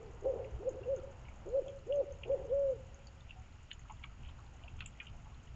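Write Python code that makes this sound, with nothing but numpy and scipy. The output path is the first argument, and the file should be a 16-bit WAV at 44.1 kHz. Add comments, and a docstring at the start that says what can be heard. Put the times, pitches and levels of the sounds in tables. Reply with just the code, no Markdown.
"""Owl in a wet yard at night

After one faint call, a barred owl gives seven arched hoots: a nearly pure gliding tone plus a noisy rasp.
Trunks and a fence in the wooded yard send them back as single echoes and scattered tails.
Water drips, ticks and plops nearby: damped tones mixed with short bursts of noise.
Behind it lie shaped noises: soft air, a faint haze, a low distant hum and a thin, throbbing high hiss."""
import sys
import numpy as np
from scipy import signal
from scipy.fft import rfft, irfft
from scipy.io import wavfile
from scipy.ndimage import uniform_filter1d

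SR = 44100
rng = np.random.default_rng(int(sys.argv[2]) if len(sys.argv) > 2 else 0)


def output_pcm(signal):
    """Save a mono or channel-first signal as 16-bit PCM at the path in sys.argv[1].

    Samples are clipped to [-1, 1] before scaling.
    """
    pcm = np.clip(np.atleast_2d(signal).T, -1, 1) * 32767
    wavfile.write(sys.argv[1], SR, np.round(pcm).astype(np.int16))


N = 244755
TIME = np.arange(N) / SR

# The hoots: (end of upward slide [s], rise [s], hold [s], fall [s], lowest pitch [Hz], top pitch [Hz],
# closing pitch [Hz], base level [dB], swell over the hold [dB], change at the close [dB],
# base rasp against the voice [dB], share thrown into the trees [dB])
HOOTS = [(.008, 0.021, 0.062, .03, 365, 460.6, 430.2, -37.5, 1, 2, -12.5, -10),
         (0.266, 0.0474, .045, .062, 342.9, 555.8, 512.7, -31, 0.5, -1.5, -6, 1.5),
         (.671, 0.081, 0.019, .032, 300.7, 548, 526, -32, 2, -8, -10, 1),
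         (0.894, .095, .046, .06, 322.1, 561.4, 537.6, -33.5, 2, -1.5, -20, -1),
         (1.551, .098, 0.046, .03, 320.2, 562.2, 534.3, -29.5, 0, -13.5, -13.5, -1),
         (1.909, 0.048, .103, .033, 318, 579, 537.5, -31.5, 2.5, -3.5, -14, -5),
         (2.308, 0.057, .038, .033, 334.3, 571.7, 535, -30.5, 2, -13, -9, -1.5),
         (2.528, 0.052, .21, 0.03, 400, 563.2, 495.5, -29.5, -3, -10.5, -20.5, -11.5)]
# Single reflections of the owl's voice: (delay [s], gain before the overall flutter [dB])
ECHOES = [(.0119, -31.5), (.0231, -20.5), (.0517, -19), (.0861, -17.5), (.109, -14.5), (.1412, -24.5),
          (.179, -22), (.201, -28.5)]
# Colour of the rasp in the owl's throat: (frequency [Hz], relative level per Hz [dB])
RASP_COLOUR = [(150, -26.5), (240, -11.5), (340, 2), (500, 11), (650, -1), (820, -6), (1050, -17),
               (1300, -29), (3000, -58.5)]
# The louder drips: (time [s], peak [dB], pitch [Hz], ring time [s], share of splash [0 to 1])
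DRIPS = [(0.4437, -50.5, 2430, 0.017, 0.75), (.8322, -54, 2760, 0.045, 0.17),
         (1.2485, -54.5, 2586, 0.024, 0.62), (1.283, -48.5, 2258, 0.016, 0.34),
         (1.68, -50, 2860, .028, 0.95), (1.923, -41, 2850, .011, 0.19), (2.2336, -37, 2520, 0.018, 0.86),
         (2.316, -54, 2670, 0.021, 0.81), (3.0698, -50, 4586, 0.016, 0.19),
         (3.2068, -56, 3580, 0.011, 0.37), (3.292, -51.5, 2780, .04, 0.32),
         (3.3064, -41.5, 2750, 0.014, 0.26), (3.703, -55, 3000, 0.029, 0.6), (3.898, -49.5, 2600, .014, .8),
         (4.288, -53, 3130, 0.043, 0.52), (4.6359, -46.5, 2840, 0.017, 0.39), (4.678, -47, 2680, .02, 0.55),
         (4.858, -43, 2690, 0.022, 0.83), (5.0674, -43.5, 2820, 0.018, 0.54), (5.3434, -56, 3640, .016, .9)]
# The louder tiny bubbles that ping: (time [s], peak before a shared trim [dB], pitch [Hz])
PINGS = [(0.6915, -46, 6700), (.9621, -51, 6540), (1.4892, -55, 6860), (1.681, -55.5, 6750),
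         (1.9573, -56, 6516), (2.1213, -53.5, 6400), (2.9439, -52.5, 6520), (3.069, -56, 6750),
         (3.731, -49, 6830), (3.793, -56.5, 6700), (3.9208, -53.5, 6830), (4.8598, -41, 7280)]
# The louder plops: (time [s], peak before a shared trim [dB], pitch [Hz], ring time [s],
# share of splash [0 to 1])
PLOPS = [(0.963, -55, 1410, 0.093, 0.21), (.988, -58.5, 1340, 0.07, 0.1), (1.21, -58, 890, 0.18, 0.68),
         (3.355, -54, 749, 0.28, 0.23), (3.846, -55.5, 1250, 0.16, 0.58), (3.895, -42, 960, 0.057, 0.58),
         (4.038, -47, 1180, 0.036, 0.91), (4.284, -57, 980, .08, 1), (4.38, -53, 1158, .1, .7),
         (4.636, -53.5, 704, .11, 0.47), (4.817, -48, 1286, 0.028, 0.56), (5.005, -50, 1420, .14, 0.52),
         (5.133, -56, 702, 0.3, 0.6), (5.254, -54, 898, 0.096, 0.76)]
# Hard drops that snap, ring and throw a spray: (time [s], snap peak before its band filter [dB],
# pitch [Hz], ring peak [dB], spray level before a shared trim [dB], spray length [s])
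SNAPS = [(3.714, -32.5, 2980, -54, -51, 0.016), (4.0374, -41.5, 2286, -41.5, -44.5, 0.016),
         (4.8053, -31, 2690, -46, -56.5, 0.072), (5, -58, 2430, -35, -64.5, .12)]
# The trickle grows busier late on: (time [s], boost [dB])
BUSY = [(3.6, 1), (4.25, 5.5)]
# Colour of the soft air: (frequency [Hz], relative level per Hz [dB])
AIR_COLOUR = [(20, -3), (110, -4.5), (300, -20), (600, -31.5), (950, -28.5), (1150, -27.5), (1370, -24),
              (1600, -30), (2200, -30), (2850, -27), (3500, -37.5), (4100, -40), (5700, -39.5), (6800, -57),
              (7600, -52.5), (8700, -57)]
# Loudness of the far hum before it wavers: (time [s], level [dB])
HUM_LEVEL = [(0.0, -51.5), (0.52, -51.5), (0.55, -44.5), (0.62, -50), (2.02, -52.5), (2.33, -48),
             (3.74, -57.5), (3.77, -53), (4.16, -54), (4.2, -47), (4.51, -54), (4.84, -49), (5.05, -60),
             (5.07, -47.5), (5.35, -53.5), (5.38, -45.5), (5.43, -55.5), (5.55, -48.5)]
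# Colour of the far hum: (frequency [Hz], relative level per Hz [dB])
HUM_COLOUR = [(8, -14), (22, 1), (40, -7), (55, 1), (75, -2.5), (95, -5.5), (122, -5.5), (160, -17.5),
              (230, -22.5), (400, -46.5), (2000, -79)]
# Loudness of a faint haze that hangs in the trees: (time [s], level [dB])
HAZE_LEVEL = [(0, -61.5), (1.4, -62), (1.85, -71), (2.42, -62.5), (3.2, -69.5), (4, -72.5), (4.3, -65.5),
              (5.55, -69)]
# Colour of the haze: (frequency [Hz], relative level per Hz [dB])
HAZE_COLOUR = [(150, 1.5), (240, -0.5), (400, -4.5), (650, 0), (930, 0.5), (1150, -7.5), (1400, -8.5),
               (2000, -15), (4000, -43.5)]
# Colour of the high hiss: (frequency [Hz], relative level per Hz [dB])
HISS_COLOUR = [(4500, -48), (6000, -11.5), (6700, 1), (7200, -2.5), (7700, -20), (8800, -38.5)]

# The voice is loudest at the throat's resonance and weakens to either side
THROAT_HZ, BELOW_DB_PER_HZ, ABOVE_DB_PER_HZ = 527.4, 0.24, 0.06
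LEAST_DB = -19  # floor for the throat's weakening and the closing change together
OPEN_SHARE = 0.94  # pitch at the end of the rise, as a share of the top pitch
SETTLE_S, SAG_POWER = 0.01082, 3.4  # the pitch settles towards its top, then sags late in the hold
RISE_BOW = 0.8  # under 1: the upward slide is steepest at its start
CUT_S = 0.005  # time the voice takes to change level as the closing slide begins
RASP_OPENING_DB, RASP_CLOSING_DB = 4, -2  # added to the rasp: huskier on the way up than down
SNAP_RING_S, PING_RING_S = 0.031, 0.0087
SPRAY_LAG = 0.11  # the spray peaks this share of its length after the drop
DRIP_SPRAY_DB, DRIP_SPRAY_S = -25.5, 0.049  # a drip's lighter spray, against the drip's peak
SHOWER_S, SHOWER_LENGTH_S, SHOWER_DB = 4.25, 0.1, -61.5  # a small shower, level before the spray's trim
EDGE_HZ = 8800  # upper edge of the whole sound


def amp(db):
    """Turns decibels into gain."""
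    return 10 ** (np.asarray(db) / 20)


def unit(x):
    """Scales a signal to an rms of 1."""
    return x / np.sqrt(np.mean(x ** 2) + 1e-20)


def add(mix, s, sound):
    """Mixes a sound in at s seconds."""
    part = mix[max(0, round(s * SR)):][:len(sound)]
    part += sound[:len(part)]


def curve(points):
    """Draws straight lines over time through (time [s], level [dB]) points."""
    return np.interp(TIME, *np.transpose(points))


def noise(points):
    """Makes steady noise coloured by (frequency [Hz], level [dB]) points."""
    hz, db = np.transpose(points)
    bins = np.fft.rfftfreq(N, 1 / SR)
    colour = amp(np.interp(np.log(bins + 1), np.log(hz + 1), db))
    return unit(irfft(rfft(rng.standard_normal(N)) * colour, N))


def wobble(rate):
    """Makes a smooth random drift of rms 1, with up to about rate changes a second."""
    smoothing = np.exp(-(np.fft.rfftfreq(N, 1 / SR) / rate) ** 2)
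    return unit(irfft(rfft(rng.standard_normal(N)) * smoothing, N))


def band(x, low_hz, high_hz, order=2):
    """Keeps the sound between two frequencies, using a filter that never looks ahead."""
    edges = [low_hz, min(high_hz, SR / 2 - 1)]
    return signal.sosfilt(signal.butter(order, edges, "band", fs=SR, output="sos"), x)


def scatter(x, t60, delay, per_s=4000):
    """Adds up weak reflections, per_s a second, that fade by 60 dB in t60 seconds."""
    t = TIME[:SR]
    count = int(per_s)
    at = ((np.arange(count) + rng.random(count)) * SR / per_s).astype(int)
    at = np.minimum(at, SR - 1)
    tail = np.zeros(SR)
    tail[at] = rng.choice([-1, 1], len(at))
    # silent until the delay, full strength from twice the delay
    tail *= amp(-60 * t / t60) * np.clip(t / delay - 1, 0, 1)
    return signal.fftconvolve(x, tail / np.linalg.norm(tail))[:N]


def hiss(db=-80, depth=0.26):
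    """A thin high noise whose level throbs about twelve times a second."""
    throb = np.cos(2 * np.pi * 11.986 * (TIME - .042))
    return amp(db) * noise(HISS_COLOUR) * (1 + depth * throb)


def night(air_db=-65.5, air_waver_db=0.1, hum_waver_db=0.86):
    """Soft even air and a drifting haze over a low hum that swells and sinks, all shaped noise."""
    air = unit(band(noise(AIR_COLOUR), 220, 16000)) * amp(air_db + air_waver_db * wobble(18))
    haze = noise(HAZE_COLOUR) * amp(curve(HAZE_LEVEL))
    hum = noise(HUM_COLOUR) * amp(curve(HUM_LEVEL) + hum_waver_db * wobble(4.6))
    return air + haze + hum


def drop(peak_db, hz, ring, splash, rise, spread):
    """One drop: a damped tone and a burst of splash, held to a band around its pitch."""
    t = TIME[:6000]
    low_hz, high_hz = hz / spread, hz * spread
    burst = unit(band(rng.standard_normal(len(t)), low_hz, high_hz))
    splash = np.clip(splash, 0, 1)
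    sound = (1 - splash) * np.sin(2 * np.pi * hz * t) + splash * burst
    sound *= 1 - np.exp(-t / rise)
    sound *= np.exp(-np.log(1000) * t / max(ring, .002))  # down by 60 dB after the ring time
    sound = band(sound, low_hz, high_hz, order=4)
    return amp(peak_db) * sound / abs(sound).max()


def trickle(low_hz, high_hz, per_s, db, ring, spread_db, count=16):
    """Many small drops at random times and strengths, shared among count pitches."""
    out = np.zeros(N)
    for hz in np.geomspace(low_hz, high_hz, count):
        lands = rng.random(N) < per_s / count / SR
        strength = amp(spread_db * np.minimum(rng.exponential(1, N), 2))
        one = drop(0, hz, ring, splash=0.53, rise=0.009, spread=1.145)
        out += signal.oaconvolve(lands * strength, one)[:N]
    return amp(db) * unit(out)


def spray(hz=2750, grain_db=5.0, spread=1.188, level_db=-4):
    """Snaps and drips throw droplets in brief, grainy swells of noise; one small shower falls by itself."""
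    throws = [(s, db, length) for s, _, _, _, db, length in SNAPS]
    throws += [(s, db + DRIP_SPRAY_DB, DRIP_SPRAY_S) for s, db, *_ in DRIPS]
    throws.append((SHOWER_S, SHOWER_DB, SHOWER_LENGTH_S))
    swell = np.zeros(N)
    for s, db, length in throws:
        from_peak = 2 * abs((TIME - s) / length - SPRAY_LAG)
        swell += amp(db) * np.exp(-np.minimum(from_peak, 10) ** 2)
    droplets = unit(band(rng.standard_normal(N), hz / spread, hz * spread, order=4))
    grain = unit(amp(grain_db * wobble(120)))
    return amp(level_db) * swell * droplets * grain


def water(ping_db=1, plop_db=-1, bounce_db=-12, wet_db=-11, snap_top_hz=4000):
    """Drips, snaps, high pings and dull plops, with a bounce off the ground and a short tail."""
    out, snaps = np.zeros((2, N))
    for s, db, hz, ring_db, _, _ in SNAPS:
        add(snaps, s, drop(db, hz, ring=0.016, splash=0.41, rise=.0001, spread=1.87))
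        add(out, s, drop(ring_db, hz, SNAP_RING_S, splash=0.37, rise=.0008, spread=1.337))
    out += band(snaps, 770, snap_top_hz, order=8)
    for s, db, hz, ring, splash in DRIPS:
        add(out, s, drop(db, hz, ring, splash, rise=0.0026, spread=1.237))
    for s, db, hz in PINGS:
        add(out, s, drop(db + ping_db, hz, PING_RING_S, splash=0.43, rise=0.00058, spread=1.08))
    for s, db, hz, ring, splash in PLOPS:
        add(out, s, drop(db + plop_db, hz, ring, splash, rise=0.0055, spread=1.31))
    add(out, .0045, amp(bounce_db) * out)
    return out + amp(wet_db) * scatter(out, t60=0.067, delay=0.0064)


def woods(tone, thrown, rasp, near_db=-25, far_db=-29, rasp_wet_db=-2, rasp_dry_db=-4,
          flutter_db=3.5, patchy_db=3):
    """Separate echoes from trunks and fence, a sparse scatter from farther trees and a long faint tail."""
    echo = amp(near_db) * scatter(thrown, t60=1.0, delay=0.013, per_s=40)
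    for delay, db in ECHOES:
        add(echo, delay, amp(db) * thrown)
    echo *= unit(amp(flutter_db * wobble(22)))  # the echoes flutter unevenly
    husk = amp(rasp_dry_db) * rasp + amp(rasp_wet_db) * scatter(rasp, t60=1.0, delay=0.0091)
    husk *= unit(amp(patchy_db * wobble(21)))  # the rasp comes in ragged patches
    return tone + echo + husk + amp(far_db) * scatter(tone, t60=2.3, delay=0.019)


def hoot(t, rise, hold, fall, low_hz, top_hz, close_hz, db, swell_db, cut_db):
    """Pitch and level of one hoot: a slide up until t = 0 s, an arch, then a quick slide down."""
    u = np.clip(t / hold, 0, 1)  # progress through the hold
    open_hz = OPEN_SHARE * top_hz
    hz = top_hz - (top_hz - open_hz) * np.exp(-u * hold / SETTLE_S)
    hz -= (top_hz - close_hz) * u ** SAG_POWER
    hz -= (open_hz - low_hz) * (1 - np.clip(1 + t / rise, 0, 1) ** RISE_BOW)
    hz -= (close_hz - low_hz) * np.clip((t - hold) / fall, 0, 1)
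    throat_db = np.minimum(BELOW_DB_PER_HZ * (hz - THROAT_HZ), ABOVE_DB_PER_HZ * (THROAT_HZ - hz))
    closing_db = cut_db * np.clip((t - hold) / CUT_S, 0, 1)
    level = amp(db + swell_db * u + np.maximum(throat_db + closing_db, LEAST_DB))
    fade_in = np.minimum((t + rise) / CUT_S / 2, 1)
    return hz, level * fade_in


def owl(jitter=0.015, shimmer=0.069, second_db=-46, taut_hz=545):
    """A nearly pure tone arches up and down; a rasp joins it on the slopes and clears at the top."""
    pitch = np.full(N, float(taut_hz))
    level, husky, thrown = np.zeros((3, N))
    for s, rise, hold, fall, *voice, rasp_db, thrown_db in HOOTS:
        on = (TIME >= s - rise) & (TIME < s + hold + fall)
        pitch[on], level[on] = hoot(TIME[on] - s, rise, hold, fall, *voice)
        lean_db = np.interp(TIME[on], [s, s + hold], [RASP_OPENING_DB, RASP_CLOSING_DB])
        husky[on] = amp(rasp_db + lean_db)
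        thrown[on] = amp(thrown_db)
    # round off the corners over about 6 ms
    pitch, level, husky, thrown = uniform_filter1d([pitch, level, husky, thrown], size=260)
    slack = np.clip((taut_hz - pitch) / 40, .3, 2.5)  # a slack membrane swings unevenly
    phase = 2 * np.pi * np.cumsum(pitch * (1 + jitter * slack * wobble(120))) / SR
    tone = np.sqrt(2) * (np.sin(phase) + amp(second_db) * np.sin(2 * phase))
    tone *= level * (1 + shimmer * slack * wobble(49))
    rasp = level * husky * slack * noise(RASP_COLOUR)
    return tone, thrown * tone, rasp


def scene():
    """The night air, the water and the owl among the trees, added together."""
    background = hiss() + night()
    patter = trickle(1900, 3300, per_s=32, db=-84, ring=0.017, spread_db=4, count=10)
    fizz = trickle(6400, 7000, per_s=110, db=-82.0, ring=0.013, spread_db=11.5, count=6)
    crackle = trickle(3500, 4500, per_s=4.5, db=-91, ring=0.012, spread_db=2.5, count=4)
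    gurgle = trickle(680, 1400, per_s=18, db=-82.5, ring=0.099, spread_db=4.5, count=10)
    small_drops = amp(curve(BUSY)) * (patter + gurgle) + crackle + fizz
    return (background + small_drops + spray() + water() + woods(*owl()))[None]


def record(dry):
    """Removes the treble above the upper edge with a steep low-pass filter."""
    low_pass = signal.firwin(401, EDGE_HZ, window=("kaiser", 8), fs=SR)
    return signal.oaconvolve(dry, low_pass[None], "same")


dry = scene()
out = record(dry)
output_pcm(out)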